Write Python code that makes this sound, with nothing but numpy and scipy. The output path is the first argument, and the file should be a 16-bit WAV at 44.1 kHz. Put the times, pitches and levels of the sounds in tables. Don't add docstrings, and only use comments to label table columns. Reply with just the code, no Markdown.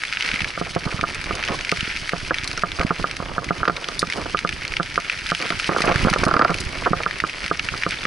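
import sys
import numpy as np
from scipy import signal
from scipy.fft import rfft, irfft, next_fast_len
from scipy.io import wavfile
from scipy.ndimage import uniform_filter1d, minimum_filter1d, map_coordinates

SR = 44100
rng = np.random.default_rng(int(sys.argv[2]) if len(sys.argv) > 2 else 0)


def attenuation_scalar(level_db):
    decades = np.asarray(level_db, float) / 20
    return 10 ** decades


def generate_wav(signal):
    frames = np.transpose(np.atleast_2d(signal))
    scaled = np.clip(frames, -1, 1) * 32767
    pcm = np.round(scaled).astype(np.int16)
    wavfile.write(sys.argv[1], SR, pcm)


N = 355446

# (frequency [Hz], density [dB per Hz])
GRIT_COLOUR = [(530, -41.5), (900, -9.5), (1160, -26), (1260, -3.5), (2020, 0), (2240, 2.5), (3640, -10.5),
               (6000, -19), (7800, -47), (13200, -120)]
# (frequency [Hz], density [dB per Hz])
HISS_COLOUR = [(1760, -39), (3000, 2.5), (3680, -3), (4700, 3.5), (6040, -4), (7540, -14.5), (8420, -9),
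               (9890, -16), (10600, -10), (11300, -17), (14700, -60), (22000, -120)]
# (frequency [Hz], density [dB per Hz])
CASE_COLOUR = [(88, -28.5), (150, -1.5), (309, 5.5), (520, 8), (693, 7), (812, 5), (1230, 6.5), (1900, -4),
               (2470, -28), (4180, -120)]


def along(points, hz):
    f, v = np.transpose(points)
    return np.interp(np.log(hz + 1), np.log(f + 1), v)


def unit(x):
    return x / np.sqrt(np.mean(x ** 2) + 1e-20)


def wobble(rate):
    knots = rng.standard_normal(int(N * rate / SR) + 4)
    return map_coordinates(knots, [np.arange(N) * rate / SR])


def filtered(x, response):
    m = next_fast_len(N + 8192)
    return irfft(rfft(x, m) * response(np.fft.rfftfreq(m, 1 / SR)), m)[..., :N]


def causal(spectrum, hz):
    grid_hz = np.linspace(0, SR / 2, num=8193)
    cepstrum = irfft(np.log(attenuation_scalar(along(spectrum, grid_hz))))
    half = np.arange(len(cepstrum)) < len(grid_hz)
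    return np.exp(np.interp(hz, grid_hz, rfft(cepstrum * half * 2) - cepstrum[0]))


def place(times_s, shapes):
    starts = np.round(times_s.ravel() * SR).astype(int)
    at = (starts[:, None] + np.arange(shapes.shape[2])).ravel()
    return np.array([np.bincount(at, shapes[:, c].ravel(), N + SR)[:N] for c in (0, 1)])


def grains(spectrum, per_s, clump_db, smooth):
    # (frequency [Hz], left-right likeness [0-1])
    likeness = [(60, 1), (220, 1), (600, 0.92), (1200, 0.79), (3160, .93), (11800, 0.57)]

    def stream():
        hits = rng.random(N) < per_s / SR * attenuation_scalar(clump_db * wobble(40))
        sizes = np.tanh(rng.standard_normal(N) ** 3 / 8)
        return unit(hits * sizes) + smooth * rng.standard_normal(N)

    def mid_side(hz):
        turn = np.arccos(np.clip(along(likeness, hz), -1, 1)) / 2
        return causal(spectrum, hz) * [np.cos(turn), np.sin(turn)]

    mid, side = filtered(np.array([stream(), stream()]), mid_side)
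    return unit(np.array([mid + side, mid - side]))


def pebbles(bumps, count):
    luck = rng.random((4, count, 1, 1))
    odds = np.cumsum(attenuation_scalar(2.5 * bumps))
    s = np.searchsorted(odds, luck[0].ravel() * odds[-1]) / SR
    hz = 2350 * np.exp(0.292 * rng.standard_normal((count, 1, 1)))
    t = np.arange(SR // 160) / SR
    t60_s = 0.003 + 0.015 * luck[2]
    size = attenuation_scalar(-4.5 * np.log(luck[1] + 0.028) - 60 * t / t60_s)
    spread_rad = 1.7 * (luck[3] - 0.5) * [[1], [-1]]
    return unit(place(s, size * np.sin(2 * np.pi * hz * t + spread_rad)))


def rolling():
    # (time [s], loose dirt under the tyres [dB], bumpiness of the ground [dB])
    ride = [(0.0, -36, -51), (0.13, -32, -53), (0.27, -27.5, -39.5), (0.69, -37, -46), (1.48, -32.5, -39.5),
            (1.91, -31.5, -49), (2.11, -35, -46), (2.99, -36, -41), (3.21, -39.5, -40),
            (4.29, -35.5, -43.5), (4.76, -36, -44.5), (5.25, -32, -50.5), (5.75, -28, -44),
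            (5.88, -21.5, -22.5), (6.33, -33.5, -29), (6.62, -33, -37), (7.52, -34.5, -44.5),
            (8.06, -31.5, -43.5)]
    # (frequency [Hz], density [dB per Hz])
    buffet_colour = [(8.8, -55), (15, 7.5), (133, 0), (216, -6.5), (400, -7.5), (520, -81), (880, -120)]
    s, *cols = np.transpose(ride)
    loose_db, bumpy_db = (np.interp(np.arange(N) / SR, s, c) for c in cols)
    grit_db = loose_db - 2.5
    hiss_db = -39 + 0.76 * (loose_db - loose_db.mean())
    swing_db = bumpy_db - bumpy_db.mean()
    buffet_db, shake_db = -39 + 0.6 * swing_db, -41 + 0.74 * swing_db

    bumps = wobble(22)
    grit = attenuation_scalar(grit_db + 2.5 + 0.6 * bumps) * grains(GRIT_COLOUR, per_s=800, clump_db=4, smooth=0.6)
    stones = attenuation_scalar(grit_db - 4.0) * pebbles(bumps, count=2200)
    hiss_gain = attenuation_scalar(hiss_db + 1.4 * bumps + 0.28 * wobble(29))
    hiss = hiss_gain * grains(HISS_COLOUR, per_s=890, clump_db=8.5, smooth=1.0)
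    gusts = attenuation_scalar(2.5 * wobble(18))
    buffet = attenuation_scalar(buffet_db + 1.0) * gusts * grains(buffet_colour, per_s=190, clump_db=3, smooth=0.8)
    lumps = attenuation_scalar(2.6 * wobble(35))
    shake = lumps * attenuation_scalar(shake_db) * grains(CASE_COLOUR, per_s=350, clump_db=4.5, smooth=1.0)
    return grit + stones + hiss + buffet + shake


def slaps(rows):
    s, db, hz, bright_db = np.transpose(rows)[:, :, None, None]
    t = np.arange(SR // 30) / SR
    luck = rng.random((len(s), 4, 1))

    def ping(u):
        envelope = (u > 0) * attenuation_scalar(-60 * u / 0.0044) * (1 - np.exp(-np.abs(u) / 0.00035))
        return envelope * np.sin(2 * np.pi * hz * u + 0.8 * luck[:, :2])

    bounce_s = 0.0015 + 0.00334 * luck[:, 3:]
    ring = ping(t) + attenuation_scalar(-13.0 - 6.0 * luck[:, 2:3]) * ping(t - bounce_s)
    shared = rng.standard_normal((len(s), 1, len(t)))
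    noise = shared + 0.5 * rng.standard_normal((len(s), 2, len(t)))
    tail = place(s, attenuation_scalar(db + 1 - 60 * t / 0.028) * noise)
    tick_decay = attenuation_scalar(8 - 60 * t / 0.005) + attenuation_scalar(-60 * t / 0.05)
    tick = place(s, attenuation_scalar(db + bright_db + 6.5) * tick_decay * noise)
    gritty = filtered(tail, lambda f: attenuation_scalar(along(GRIT_COLOUR, f)))
    bright = filtered(tick, lambda f: attenuation_scalar(0.82 * along(HISS_COLOUR, f)) * (f > 3500))
    return place(s, attenuation_scalar(db + 6.5) * ring) + gritty + bright


def chain():
    # (time [s], peak [dB], ring [Hz])
    chain_slaps = [(.036, -6.5, 1800), (0.126, -8, 2570), (0.135, -11, 2460), (0.2082, -6, 2800),
                   (1.0114, -5.5, 2380), (1.6099, -14, 2520), (1.6933, -3, 2200), (1.8075, -4.5, 2840),
                   (1.971, -11, 2400), (2.093, -3, 2130), (2.3432, -4.5, 2400), (2.3844, -7, 3540),
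                   (2.7178, -12.5, 3440), (2.813, -7, 2240), (3.768, -14, 3970), (3.843, -11.5, 3170),
                   (4.1, -7, 2100), (4.124, -7, 2200), (4.135, -10, 2970), (4.4915, -5, 2450),
                   (4.6507, -10, 2480), (4.738, -12, 2270), (5.349, -1.5, 2980), (5.5037, -3.5, 2140),
                   (5.5982, -2.5, 2410), (5.959, 3.5, 1910), (6.137, 1.5, 1940), (6.3925, -9, 2080),
                   (7.202, -1, 2130)]
    # (time [s], peak [dB])
    chain_ticks = [(0.0512, -12), (0.261, -9), (.277, -13), (.419, -6), (0.224, -2), (0.9147, -13.5),
                   (1.963, -12), (2.6226, -15.5), (2.7954, -9), (2.867, -15.5), (3.112, -8), (3.13, -22),
                   (4.297, -19), (4.3714, -13), (4.474, -14), (4.5267, -16), (4.721, -15), (4.9577, -11),
                   (5.125, -14), (5.187, -18), (5.4248, -11), (5.66, -24), (6.8503, -16)]
    bright_db, tick_hz = -27, 2450
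    rows = [(*r, bright_db) for r in chain_slaps]
    return slaps(rows + [(*r, tick_hz, bright_db) for r in chain_ticks])


def cables():
    # (time [s], peak [dB], ring [Hz])
    cable_slaps = [(0.1712, -5.5, 2680), (0.248, -8, 2130), (0.289, -5, 2310), (0.315, -6, 2400),
                   (0.341, -6.5, 2310), (0.359, -8, 2260), (0.394, -13, 2250), (.406, 0, 2100),
                   (0.4448, -4, 2400), (1.427, -9, 2430), (1.4378, -4, 2460), (1.4768, -12, 2780),
                   (1.485, -7, 1870), (3.489, -14.5, 2100), (3.653, -9, 1980), (3.698, -12, 2000),
                   (3.679, -2.5, 2000), (4.7676, -1, 2620), (5.098, 0.5, 2480), (5.6436, -4, 2880),
                   (5.8748, -4, 2580), (5.921, -2, 2200), (7.034, -8, 2270), (7.1102, -9, 2000),
                   (7.595, 0, 2410), (7.6874, -3, 2600), (7.823, -7, 2080), (7.835, -2, 1950),
                   (8.052, -5, 1890)]
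    bright_db = -34
    return slaps([(*r, bright_db) for r in cable_slaps])


def jolts():
    # (time [s], peak [dB], push [Hz], negative = pull)
    pushes = [(0.339, -17, 197), (0.416, -17, -143), (0.6154, -33, -208), (0.765, -18, -130),
              (0.865, -10, -162), (0.943, -16, -122), (1.5049, -15, 182), (1.5194, -25, 195),
              (1.829, -19, -165), (1.878, -22.5, 313), (2.143, -27.5, -174), (2.793, -15.5, 61),
              (2.8486, -4, 196), (3.2012, -21, 153), (5.957, -2, 121), (6.038, -12, 145), (6.0499, 0, 186),
              (6.055, -5, 220), (6.0693, -0.5, -182), (6.1179, -10, 196), (6.192, -17, -165),
              (6.229, -14, 174), (6.2662, -0.5, 220), (6.664, -21, -65), (6.908, -15, 208),
              (6.914, -7.5, 198), (6.3635, -4, 300), (6.339, -12, -200), (6.309, -25, -200),
              (6.112, -13, 192)]
    s, db, hz = np.transpose(pushes)[:, :, None, None]
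    u = np.arange(SR // 15) / SR * hz
    push = np.sin(2 * np.pi * u) * np.exp(-1.5 * u ** 2)
    return place(s, attenuation_scalar(db + 1.0) * push * np.ones((1, 2, 1)))


def case_blows(rows):
    # (frequency [Hz], level [dB], t60 [s])
    low_modes = [(172, -2, 0.065), (318, -5, 0.045), (420, -5, 0.045), (520, -5, 0.04), (695, -3.5, 0.06),
                 (825, -13, 0.04)]
    # (frequency [Hz], level [dB], t60 [s])
    high_modes = [(1050, -7, 0.03), (1222, 4, 0.075), (1360, 2.5, 0.06), (1500, -2, 0.04), (1657, -3, 0.03),
                  (2100, -14, 0.013)]
    contact_s, low_lead_s = 0.00275, 0.00045
    contact_hz, sweep_rad_per_khz2 = 1350, 5.1
    grip_s = 0.016
    clean_db = -8

    s, db, low_db, chatter_s = np.transpose(rows)[:, :, None, None]
    t = np.arange(SR // 16) / SR
    strap = np.exp(-(t / grip_s) ** 2)
    ring = 0
    for modes, gain_db, lead_s, sweep, grip in (
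            (low_modes, low_db + 0.5, low_lead_s, 0, 1), (high_modes, -3, 0, sweep_rad_per_khz2, strap)):
        for hz, level_db, t60_s in modes:
            luck = rng.standard_normal((len(s), 6, 1))
            phase = 2 * np.pi * hz * (1 + 0.006 * luck[:, :1]) * (t - contact_s + lead_s)
            phase = phase + sweep * ((hz - contact_hz) / 1000) ** 2
            phase = phase + 0.3 * luck[:, 5:] + 0.2 * luck[:, 1:3]
            strength_db = gain_db + level_db + 2.1 * luck[:, 5:] + 0.95 * luck[:, 3:5]
            ring = ring + attenuation_scalar(strength_db - 60 * t / t60_s) * np.cos(phase) * grip

    luck = rng.random((len(s), 2, len(t)))
    chatter = (luck[:, :1] < 600 / SR) * (t < chatter_s) * (1.73 * luck[:, 1:] - 0.9)
    soft = 1 - np.exp(-(t / 0.0013) ** 2)
    burst = signal.fftconvolve((t == 0) + chatter, ring * soft, axes=2)
    peak = np.abs(burst).max((1, 2), keepdims=True)

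    thud_db = db + 7.5 + clean_db * (chatter_s < 0.001) - 60 * np.maximum(t - chatter_s, 0) / 0.042
    puff = attenuation_scalar(thud_db) * soft * rng.standard_normal((len(s), 1, len(t))) * np.ones((2, 1))
    thud = filtered(place(s, puff), lambda f: causal(CASE_COLOUR, f))
    return thud + place(s, attenuation_scalar(db + 9.0) * burst / peak)


def knocks():
    # (time [s], peak [dB], low modes [dB])
    open_knocks = [(0.575, -20.5, -5), (0.6123, -14, 9), (1.0292, -19, 10), (1.0367, -9, -12),
                   (1.3071, -14.5, -3.5), (1.7219, -9.5, -2), (2.1325, -9.5, 3), (2.634, -5.5, -6),
                   (2.8, -16, 5), (2.8073, -14.5, -4), (2.8113, -15, -4), (3.0406, -7.5, -10),
                   (3.3798, -8.5, -6), (3.506, -6, 0.5), (3.63, -8.5, -18), (3.6519, -18, -30),
                   (3.6759, -7.5, -16), (3.68, -9, 0), (3.6957, -6, -6.5), (3.886, -22.5, -2),
                   (4.0268, -7, -6.5), (4.345, -7, -8.5), (4.447, -8, -4.5), (4.9763, -5, -8),
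                   (5.317, -6.5, -5), (6.9307, -5, -3.5), (7.061, -7.5, -10), (7.2374, -6.5, -8.5),
                   (7.5115, -5.5, -5.5), (7.738, -22.5, -10), (7.863, -11.5, -0.5), (8.0516, -16, -4)]
    # (time [s], peak [dB], low modes [dB])
    rock_knocks = [(5.5029, -21, 0), (5.5206, -23, -14), (5.6897, -9, -2.5), (5.71, -22, -4),
                   (5.718, -21, -1), (5.729, -26.5, -2), (5.746, -22, 2), (5.7617, -11.5, -14),
                   (5.782, -21, -7), (5.803, -16, -3), (5.8387, -15.5, 2), (5.845, -15, -2),
                   (5.863, -21, 0), (5.877, -12, 7), (5.884, -10, -2), (5.891, -14, -22), (5.8958, -10, 8),
                   (5.9125, -10.5, 2), (5.9588, -20, 4), (5.993, -39, -6), (6.046, -15, 5),
                   (6.0555, -16, -1), (6.068, -10, 5), (6.0812, -11.5, -20), (6.089, -26, -14),
                   (6.127, -23, -20), (6.13, -16, -23), (6.1364, -20, -13), (6.1594, -13, -1),
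                   (6.2328, -7.5, -1), (6.264, -12, -2), (6.2723, -12, -5), (6.28, -16, -9),
                   (6.287, -16, -20), (6.352, -21, -1), (6.4109, -6, -23), (6.414, -11, -28),
                   (6.4516, -15, -18), (6.486, -29, -12), (6.493, -19, -11), (6.498, -16, 1),
                   (6.505, -17.5, 4), (6.511, -20, -1), (6.517, -27, 2), (6.5491, -29.5, -2),
                   (7.002, -23.5, 1), (3.2, -27.5, -3), (3.223, -28.5, 2), (3.258, -34, 16),
                   (2.994, -28, 10), (4.183, -27.5, 11), (2.5745, -26, -9), (2.7865, -26, -13),
                   (2.8252, -22, -10), (3.602, -30, 4), (0.99, -29, -20), (.872, -30, -14),
                   (.89, -32.5, -10), (0.923, -31, -6), (1.256, -39, 4)]
    # (time [s], peak [dB], low modes [dB], chatter
    # [s])
    own_chatter = [(0.7613, -10.5, 22, 0.002), (0.855, -31, 12, 0.026), (1.488, -29, 5, 0.063),
                   (2.307, -7, -7.5, 0.0015), (2.905, -7, -4, 0.0013), (4.2567, -27.5, -1, 0.0048),
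                   (4.7971, -12.5, -6, 0), (4.803, -13.5, -3, 0.00054), (6.8582, -16, -20, 0.0029),
                   (6.862, -11, -25, 0.0064), (6.8665, -9, -20, 0), (6.871, -12.5, -13, 0.0033),
                   (4.169, -33.5, 10, 0.052), (0.661, -38, 26, 0.022), (1.34, -37.5, 10, 0.088),
                   (0.941, -39, 12, 0.026), (2.856, -35, 14, 0.01), (5.4, -33, 3, .09)]
    rock_chatter_s = 0.0022
    rows = [(*r, 0) for r in open_knocks] + [(*r, rock_chatter_s) for r in rock_knocks]
    return case_blows(rows + own_chatter)


def cracks():
    # (time [s], peak [dB], ring [Hz])
    cracked = [(.649, -22, 2190), (0.6603, -25, 2100), (.694, -23.5, 2230), (.841, -22, 2400),
               (1.102, -26, 2060), (1.214, -16, 2320), (1.241, -16, 1760), (1.322, -20, 2150),
               (1.356, -25, 2990), (1.45, -13, 2330), (1.6485, -11, 2450), (1.856, -30, 2650),
               (1.919, -28, 2360), (2.251, -28, 2460), (2.4356, -17, 2300), (2.514, -14, 2600),
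               (2.576, -13, 5540), (2.594, -19, 2500), (2.667, -38, 2400), (2.8335, -17.5, 2080),
               (2.955, -27, 2520), (3.0714, -21.5, 2290), (3.1672, -16, 2090), (3.765, -18, 2100),
               (3.97, -26, 2240), (4.0192, -15.5, 1920), (4.071, -19, 2330), (4.215, -21, 1890),
               (4.633, -20, 2300), (4.679, -18, 4300), (4.86, -21, 2100), (4.9004, -23, 3000),
               (4.943, -18.5, 2300), (5.2415, -31, 2190), (5.266, -15, 3500), (5.29, -14, 2500),
               (5.301, -9, 2000), (5.415, -16, 4200), (5.4625, -22, 2760), (5.482, -23, 2220),
               (5.5588, -25, 2300), (5.9943, -29, 2300), (6.019, -17, 2170), (6.041, -12, 2280),
               (6.1283, -10, 2020), (6.5046, -14, 2120), (6.543, -9, 2700), (6.585, -16, 2420),
               (6.6377, -20, 2070), (6.6907, -20, 2320), (6.7254, -22, 2410), (6.8365, -24.5, 2260),
               (7.026, -20, 1900), (7.0773, -19, 2410), (7.185, -21, 2220), (7.462, -14, 2080),
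               (7.592, -20, 2350), (7.573, -22, 5400), (7.777, -18, 4900), (7.908, -11.5, 2320)]
    bright_db = -20
    return slaps([(*r, bright_db) for r in cracked])


def thrown_stones():
    # (time [s], peak [dB], ring [Hz], brightness [dB])
    thrown = [(0.7497, -20, 2330, -16), (1.1465, -36, 2130, 5), (1.7164, 1, 2200, -25.5),
              (1.7725, -15, 2090, -21), (2.1807, -24, 4200, -12), (2.443, -18, 4270, -12),
              (2.476, -14.5, 5200, -9), (2.53, -20, 4300, -15), (3.0264, -18.5, 2420, -23),
              (3.444, -16.5, 2200, -18), (3.681, -8, 4700, -44), (3.886, -14.5, 3440, -17.5),
              (3.9938, -25, 5300, -5), (3.993, -28, 9100, 17), (4.39, -7.5, 1930, -20.5),
              (4.83, -16.5, 3100, -19), (5.001, -16, 2350, -20), (5.312, -11, 2880, -23),
              (5.8205, -3, 2500, -20), (5.819, -5, 4320, -22), (5.806, -14, 3200, -11),
              (6.252, -11, 5240, -12.5), (5.8554, -26, 2310, 0), (6.1, -12, 2450, -12),
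              (6.1857, -17, 2240, -14), (6.238, -2.5, 2540, -16), (6.283, -12.5, 2700, -17),
              (6.339, -14, 2060, -16), (6.603, -29, 3140, 2), (6.606, -23.5, 8900, -3),
              (6.651, -29.5, 5000, -6), (1.353, -30.5, 8600, 0.5), (7.89, -26, 5500, -5),
              (7.296, -14, 2520, -24), (7.442, -13, 2820, -31), (7.4797, -15, 2900, -24),
              (7.9197, -16, 2340, -30)]
    return slaps(thrown)


def drumming():
    start_s, gap_s, first_db, rise_db = 6.3112, 0.0272, -8.5, 1
    low_db, chatter_s = -17, 0.0015
    ping_hz, clack_hz, clip_db, bright_db = 4700, 2200, -4.5, -34
    roll = [(start_s + k * gap_s, first_db + k * rise_db) for k in range(6)]
    clips = [(s, db + clip_db, hz, bright_db) for s, db in roll for hz in (ping_hz, clack_hz)]
    return case_blows([(*blow, low_db, chatter_s) for blow in roll]) + slaps(clips)


def scene():
    # (frequency [Hz], left-right level [dB])
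    port_db = [(30, -3), (60, -5), (150, -7), (300, -6), (600, -2), (900, -5), (1430, -4), (1900, 2),
               (2500, -0.5), (11800, 0)]
    # (frequency [Hz], left lead [rad])
    port_lead = [(30, -0.6), (550, -0.55), (850, -1.5), (1050, -0.5), (1650, -0.1), (2000, .8),
                 (2350, -0.6), (3800, 0)]

    def ports(hz):
        half = attenuation_scalar(along(port_db, hz) / 2) * np.exp(0.5j * along(port_lead, hz))
        return np.array([half, 1 / half])

    bike = rolling() + chain() + cables() + cracks() + thrown_stones()
    return filtered(bike + jolts() + knocks() + drumming(), ports)


def low_pass(x):
    return signal.sosfilt(signal.butter(12, 12430, fs=SR, output="sos"), x)


def record(dry):
    top_hz, recover_s = 11150, 0.007
    peak_db = 20 * np.log10(np.abs(dry).max(0) + 1e-9)
    need_db = -0.42 * np.maximum(peak_db + 13, 0)
    held_db = minimum_filter1d(need_db, size=461, origin=80)
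    keep = np.exp(-1 / (recover_s * SR))
    recovery_db = signal.lfilter([1 - keep], [1, -keep], held_db)
    gain_db = np.minimum(uniform_filter1d(held_db, size=91), recovery_db)
    level = dry * attenuation_scalar(gain_db)
    clipped = level / (1 + np.abs(level / 0.85) ** 4) ** 0.25
    mix = filtered(clipped, lambda hz: 1 / (1 + (hz / top_hz) ** 150) + 0.02)
    return low_pass(mix)


dry = scene()
out = record(dry)
generate_wav(out)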